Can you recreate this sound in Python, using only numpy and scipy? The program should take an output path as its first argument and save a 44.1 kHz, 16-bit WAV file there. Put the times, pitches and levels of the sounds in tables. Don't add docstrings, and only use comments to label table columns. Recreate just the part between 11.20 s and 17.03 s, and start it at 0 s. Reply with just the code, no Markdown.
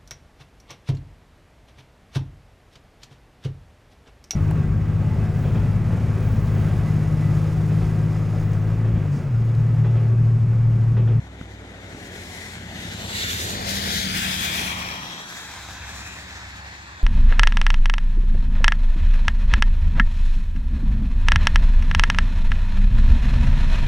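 import sys
import numpy as np
from scipy import signal
from scipy.fft import rfft, irfft, next_fast_len
from scipy.io import wavfile
from scipy.ndimage import uniform_filter1d, map_coordinates

SR = 44100
rng = np.random.default_rng(int(sys.argv[2]) if len(sys.argv) > 2 else 0)


def int16_out(signal):
    q = np.round(np.clip(np.atleast_2d(signal).T, -1, 1) * 32767)
    wavfile.write(sys.argv[1], SR, q.astype(np.int16))


N = 257103
TIME_S = np.arange(N) / SR
FRAME, TOP_HZ = 512, 15850


def tyres(patchy_db=1.43, flutter_db=0.5):
    hz, t, spray = street_paths(water_noise())
    power = tyre_power(hz, t)
    patches = uniform_filter1d(rng.standard_normal(power.shape), size=4, axis=0)
    patches = unit(uniform_filter1d(patches, size=24, axis=1))
    spectrum = spray * np.sqrt(power) * port_shade(hz, t) * amp(patchy_db * patches)
    hiss = signal.istft(spectrum, nperseg=FRAME)[1][:, :N]
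    return hiss * amp(flutter_db * wobble(40))


def water_noise(drops_per_s=2500, spread_db=4.5, drops_db=-7):
    hiss = rng.standard_normal(N)
    chance, size, polarity = rng.random((3, N))
    strength = amp(-spread_db * np.log(np.maximum(size, 0.002)))
    drops = (chance < drops_per_s / SR) * strength * np.sign(polarity - 0.5)
    return unit(hiss + amp(drops_db) * unit(drops))


CROSSOVERS_HZ = [260, 1250, 4500, 8700]

def tyre_power(hz, t, spurt_db=0.94):
    colour = tyre_colour(hz, t) * reflection_comb(hz, t) * whistle_bands(hz, t)
    highpass = [1 / (1 + (edge / (hz + 1)) ** 12) for edge in CROSSOVERS_HZ] + [0]
    spurts = spurt_db * np.interp(t, TIME_S, wobble(30))
    power = 0
    for k, db in enumerate(tyre_levels(t)):
        band = (highpass[k] - highpass[k + 1]) * (hz < TOP_HZ)
        shape = band[:, None] * colour ** 2
        power += amp(db + spurts * k / 2) ** 2 * shape / shape.mean(axis=0)
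    return abs(power)


# time_s, level_db
ROAR_LEVEL = [(0, -47.5), (.7, -44), (1.45, -43.5), (1.9, -40.5), (2.46, -35), (2.82, -41), (3.2, -37),
              (3.6, -37), (4.15, -43.5), (4.6, -44), (5, -47), (5.83, -47)]
# base_db, approach_db_per_db, leave_db_per_db
HISS_BANDS = [(-31.5, 2, 1.416), (-37, 2.57, 2.11), (-44.5, 3, 2.6)]
# start_s, rise_s, hold_s, boost_db, tilt_db
PUDDLE_HITS = [(0.52, 0.51, .216, 6.5, 3), (1.531, .04, 0.22, 3.5, 1.4), (1.869, .1, 0.042, 10, 1),
               (2.004, .188, 0.04, 8, 3), (2.447, .048, 0.057, 7.5, 3.1), (2.654, 0.054, 0.059, 6.5, 1),
               (2.858, 0.16, 0.45, 5.5, 1.5), (3.989, 0.084, 0.47, 1, 3.5), (4.633, 0.079, .3, 3.5, 3.5),
               (5.03, 0.17, 0.34, 1.5, 1)]

def tyre_levels(t, settle_s=0.17):
    wet_db, bright_db = 0, 0
    for start_s, rise_s, hold_s, boost_db, tilt_db in PUDDLE_HITS:
        splash = np.interp(t, start_s + np.cumsum([0, rise_s, hold_s, settle_s]), [0, 1, 1, 0])
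        wet_db += boost_db * splash
        bright_db += tilt_db * splash
    dip_db = swell(t, middle_s=3.94, half_s=0.17, db=-3.2)
    levels = [over_time(ROAR_LEVEL, t)]
    for fineness, (base_db, approach, leave) in zip((-1, 0, 1), HISS_BANDS):
        passing_db = pass_by(t, approach, leave, closest_s=3.018, pass_s=1.09)
        levels.append(base_db + passing_db + wet_db + fineness * bright_db + dip_db)
    return levels


# freq_hz, relative_db
TYRE_APPROACHING = [(280, -0.5), (500, -7), (800, -8), (1150, -15.5), (1500, -5), (2000, 0), (2700, -10),
                    (3600, -8), (5000, -18), (7200, -16), (9300, -24), (11300, -25), (15000, -35)]
TYRE_NEAR = [(280, -3.5), (500, -6.5), (800, -8), (1150, -14), (1500, -1.5), (2000, -1), (2700, -6.5),
             (3600, 3), (5000, -4.5), (7200, -0.5), (9300, -12), (11300, -6.5), (15000, -14)]
TYRE_BESIDE = [(280, -2), (500, 0), (800, 0.5), (1150, -6.5), (1500, 1), (2000, 3), (2700, -1), (3600, 3),
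               (5000, 2.5), (7200, -2), (9300, -8), (11300, -4.5), (15000, -11)]
TYRE_LEAVING = [(280, 0), (480, -10), (800, -5), (1150, -2), (1600, 1), (2350, 1), (2900, 0.5),
                (3450, -3.2), (5000, -13.5), (7400, -17.5), (9200, -26.5), (11300, -26), (15000, -29.5)]
TYRE_FAR = [(280, -3.2), (480, -10), (800, -2), (1150, -2.7), (1600, 6), (2350, 2), (2900, -6),
            (3450, -2.5), (5000, -4), (7400, -2), (9200, -20), (11300, -19), (15000, -26.5)]

def tyre_colour(hz, t):
    return aspect_gain([TYRE_APPROACHING, TYRE_NEAR, TYRE_BESIDE, TYRE_LEAVING, TYRE_FAR], hz, t)


# middle_s, half_length_s, centre_hz, half_width_hz, boost_db
WHISTLES = [(3.257, 0.26, 3510, 150, 7), (3.523, 0.41, 2360, 160, 7.5), (3.757, 0.85, 3270, 160, 10),
            (3.794, 0.35, 5680, 504, 9), (4.2, 0.98, 3890, 216, 9), (4.8, 0.37, 2580, 200, 6),
            (1.994, 0.31, 2810, 170, 7.5)]

def whistle_bands(hz, t):
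    boost_db = 0
    for middle_s, half_s, centre_hz, half_hz, db in WHISTLES:
        band = np.exp(-((hz - centre_hz) / half_hz) ** 2)
        boost_db += np.outer(band, swell(t, middle_s, half_s, db))
    return amp(boost_db)


# time_s, cycle_hz
ENGINE_SPEED = [(0, 13.1), (.5, 11.9), (1, 10.9), (1.5, 10.6), (2, 10.28), (2.5, 9.85), (3, 9.36),
                (3.5, 9.06), (4, 8.8), (4.4, 8.3), (4.8, 7.65), (5.1, 8), (5.5, 8.5), (5.83, 7.6)]
# time_s, level_db
BOOM_LEVEL = [(0, -41), (.4, -44), (.75, -44.5), (1.3, -43.5), (2.1, -36.3), (3.1, -37.3), (3.6, -41.5),
              (4.06, -61), (4.4, -45.5), (4.65, -42.5), (5, -48.5), (5.23, -43.5), (5.83, -50)]
# order, relative_db
BOOM_PARTIALS = [(4, -7), (5, -0.5), (6, -19), (7, -11), (8, -1), (9, -6.5), (10, -6), (11, -1), (12, -9.5),
                 (13, -15)]
DRONE_PARTIALS = [(14, 1.5), (15, -33), (16, -1.5), (17, -2.5), (18, -15), (19, -19.5), (20, -0.5),
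                  (21, -9), (22, -29), (23, -11.5), (24, -8.5)]

def engine(echo_db=-6, doppler=1.1):
    cycle_hz = over_time(ENGINE_SPEED, TIME_S) * (1 + 0.0024 * wobble(11))
    boom_gain = amp(over_time(BOOM_LEVEL, TIME_S))
    boom = boom_gain * exhaust(BOOM_PARTIALS, cycle_hz, unsteady_db=2.3)
    drone = drone_gain() * exhaust(DRONE_PARTIALS, cycle_hz, unsteady_db=1)
    facing_houses = np.interp(TIME_S, [4.2, 4.7], [0, 1])
    echo = boom_gain * exhaust(BOOM_PARTIALS, doppler * cycle_hz, unsteady_db=0)
    return at_ports(boom + drone) + facing_houses * amp(echo_db) * echo


# freq_hz, gain_db
PIPE_RESPONSE = [(30, -16), (48, -12.5), (66, 7.5), (85, 2.5), (105, 3), (130, -9.5), (160, -3.5),
                 (190, 4.5), (215, -1.5), (260, 2)]

def exhaust(partials, cycle_hz, unsteady_db, dispersion_turns=0.055, stray_turns=0.19):
    turns = np.cumsum(cycle_hz) / SR
    sound, power = 0, 0
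    for order, db in partials:
        gain = amp(db + over_freq(PIPE_RESPONSE, order * cycle_hz))
        stray = stray_turns * wobble(2.018)
        phase = 2 * np.pi * (order * turns + dispersion_turns * order ** 2 + stray)
        sound += gain * amp(unsteady_db * wobble(5.89)) * np.sin(phase)
        power += gain ** 2 / 2
    return sound / np.sqrt(power)


# middle_s, half_length_s, change_db
DRONE_CHANGES = [(1.55, 0.25, 3), (2.2, .15, -2.5), (4.166, 0.32, -6.5), (4.78, .16, 2.5)]

def drone_gain(nearest_db=-34.5):
    passing_db = pass_by(TIME_S, approach=1.19, leave=1.3, closest_s=2.83, pass_s=0.53)
    return amp(nearest_db + passing_db + sum(swell(TIME_S, *row) for row in DRONE_CHANGES))


# freq_hz, relative_db
RUMBLE_SPECTRUM = [(15, -25), (33, -9), (55, 0.5), (80, -2.5), (120, -4), (190, 1.5), (250, -1.5),
                   (330, -9), (500, -49)]

def rumble(re_drone_db=-3.5, scattered_db=-12):
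    noise = at_ports(rng.standard_normal(N)) + amp(scattered_db) * rng.standard_normal((2, N))
    low = filtered(noise, lambda hz: amp(over_freq(RUMBLE_SPECTRUM, hz)))
    return drone_gain() * amp(re_drone_db) * unit(low)


# start_s, gain_db
CASE_TAPS = [(0.2127, -25.5), (0.7481, -32)]
# pitch_hz, relative_db, t60_s
CASE_MODES = [(174, -6, 0.063), (255, 0.5, 0.039), (400, -11, 0.0071), (1360, -6, 0.0089),
              (2100, -26, .006)]

def taps():
    sound, t = np.zeros(N), TIME_S[:SR // 10]
    ring = sum(amp(db - 60 * t / t60_s) * np.sin(2 * np.pi * hz * t) for hz, db, t60_s in CASE_MODES)
    for start_s, db in CASE_TAPS:
        sound[round(start_s * SR):][:len(t)] += amp(db) * ring
    return sound


# freq_hz, power_share
DIRECT_SHARE = [(150, 1), (500, 0.86), (1000, 0.86), (2000, 0.57), (4000, 0.31), (8000, 0.29),
                (15000, 0.14)]
# freq_hz, left_lead_rad
DIFFRACTION = [(500, 0), (1100, 0.4), (1500, 0.86), (2100, 2.5), (2500, 2.1), (3000, 5), (4500, 8),
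               (15000, 8.5)]

def street_paths(source):
    hz, t, direct = signal.stft(at_ports(source), SR, nperseg=FRAME)
    just_ahead = np.interp(t, [2.8, 3.15, 3.8, 4.3], [0, 1, 1, 0])
    lead_rad = np.outer(over_freq(DIFFRACTION, hz), just_ahead)
    direct *= np.exp(0.5j * np.array([lead_rad, -lead_rad]))
    scattered = signal.stft(rng.standard_normal((2, N)), nperseg=FRAME)[2]
    share = over_freq(DIRECT_SHARE, hz)[:, None]
    return hz, t, np.sqrt(share) * direct + np.sqrt(1 - share) * scattered


def reflection_comb(hz, t, strength=0.18, delay_ms=1.137):
    ahead = np.interp(t, [2.8, 3.25], [0, 1])
    reflection = strength * np.exp(-2j * np.pi * hz * delay_ms / 1000 - hz / 16000)
    return abs(1 + np.outer(reflection, ahead))


# freq_hz, left_minus_right_db
SHADOW_APPROACHING = [(500, 0.2), (1000, 0), (1400, 4.5), (2000, 5), (2800, 5.3), (3800, 6.5), (5000, 7),
                      (6500, 0), (8200, 4), (11000, 5), (14000, 1.8)]
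SHADOW_NEAR = [(500, 2.5), (1000, 4), (1400, 2), (1900, 9), (2350, -1), (2900, 13), (3800, -5), (5000, 4),
               (6500, -1.5), (11000, -4), (14000, -4)]
SHADOW_BESIDE = [(500, -0.5), (1000, -1.5), (1400, -2.5), (2000, -0.5), (2750, 12.5), (3600, 7.5),
                 (4600, 10), (6500, -0.5), (8200, 6), (11000, 2.5), (13500, 13)]
SHADOW_FAR = [(500, 0), (1000, -0.5), (1400, 1.5), (2000, -1), (2800, 7.5), (3800, -0.5), (5000, 2.5),
              (6500, -1.5), (8200, 12), (11000, -4), (14000, 4)]

def port_shade(hz, t):
    shadows = [SHADOW_APPROACHING, SHADOW_NEAR, SHADOW_BESIDE, SHADOW_BESIDE, SHADOW_FAR]
    ratio = aspect_gain(shadows, hz, t)
    return np.array([ratio, np.ones_like(ratio)]) * np.sqrt(2 / (1 + ratio ** 2))


# time_s, left_lag_ms
PORT_LAG = [(0, -0.17), (1.6, -0.17), (2.1, -0.3), (2.3, -0.37), (2.42, -0.45), (2.9, -0.44), (3.3, -0.3),
            (4, -0.16), (4.8, 0.11), (5.83, 0.27)]

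def at_ports(sound):
    lag = over_time(PORT_LAG, TIME_S) * SR / 1000
    return np.array([map_coordinates(sound, [np.arange(N) + side * lag / 2]) for side in (-1, 1)])


# time_s, aspect (0 approaching, 2 beside, 4 far off)
CAR_ASPECT = [(1.4, 0), (1.98, 1), (2.32, 1), (2.46, 2), (2.8, 2), (3.2, 3), (3.65, 3), (4.2, 4)]

def aspect_gain(spectra, hz, t):
    aspect = over_time(CAR_ASPECT, t)
    return amp(sum(np.outer(over_freq(spectrum, hz), np.maximum(0, 1 - abs(aspect - k)))
                   for k, spectrum in enumerate(spectra)))


def pass_by(t, approach, leave, closest_s, pass_s):
    distance_db = 10 * np.log10(1 + ((t - closest_s) / pass_s) ** 2)
    return -np.where(t < closest_s, approach, leave) * distance_db


def swell(t, middle_s, half_s, db):
    return db * np.exp(-((t - middle_s) / half_s) ** 2)


def wobble(rate_hz):
    knots = rng.standard_normal(int(N * rate_hz / SR) + 4)
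    return map_coordinates(knots, [TIME_S * rate_hz])


def filtered(x, response):
    size = next_fast_len(N + SR // 2)
    return irfft(rfft(x, size) * response(np.fft.rfftfreq(size, 1 / SR)), size)[..., :N]


def over_freq(points, hz):
    knots_hz, values = np.transpose(points)
    return np.interp(np.log(hz + 1), np.log(knots_hz + 1), values)


def over_time(points, t):
    return np.interp(t, *np.transpose(points))


def amp(db):
    return 10 ** (np.asarray(db) / 20)


def unit(x):
    return x / np.sqrt(np.mean(x ** 2) + 1e-20)


def scene():
    return tyres() + engine() + rumble() + taps()


def record(dry):
    return filtered(dry, lambda hz: hz < TOP_HZ)


dry = scene()
out = record(dry)
int16_out(out)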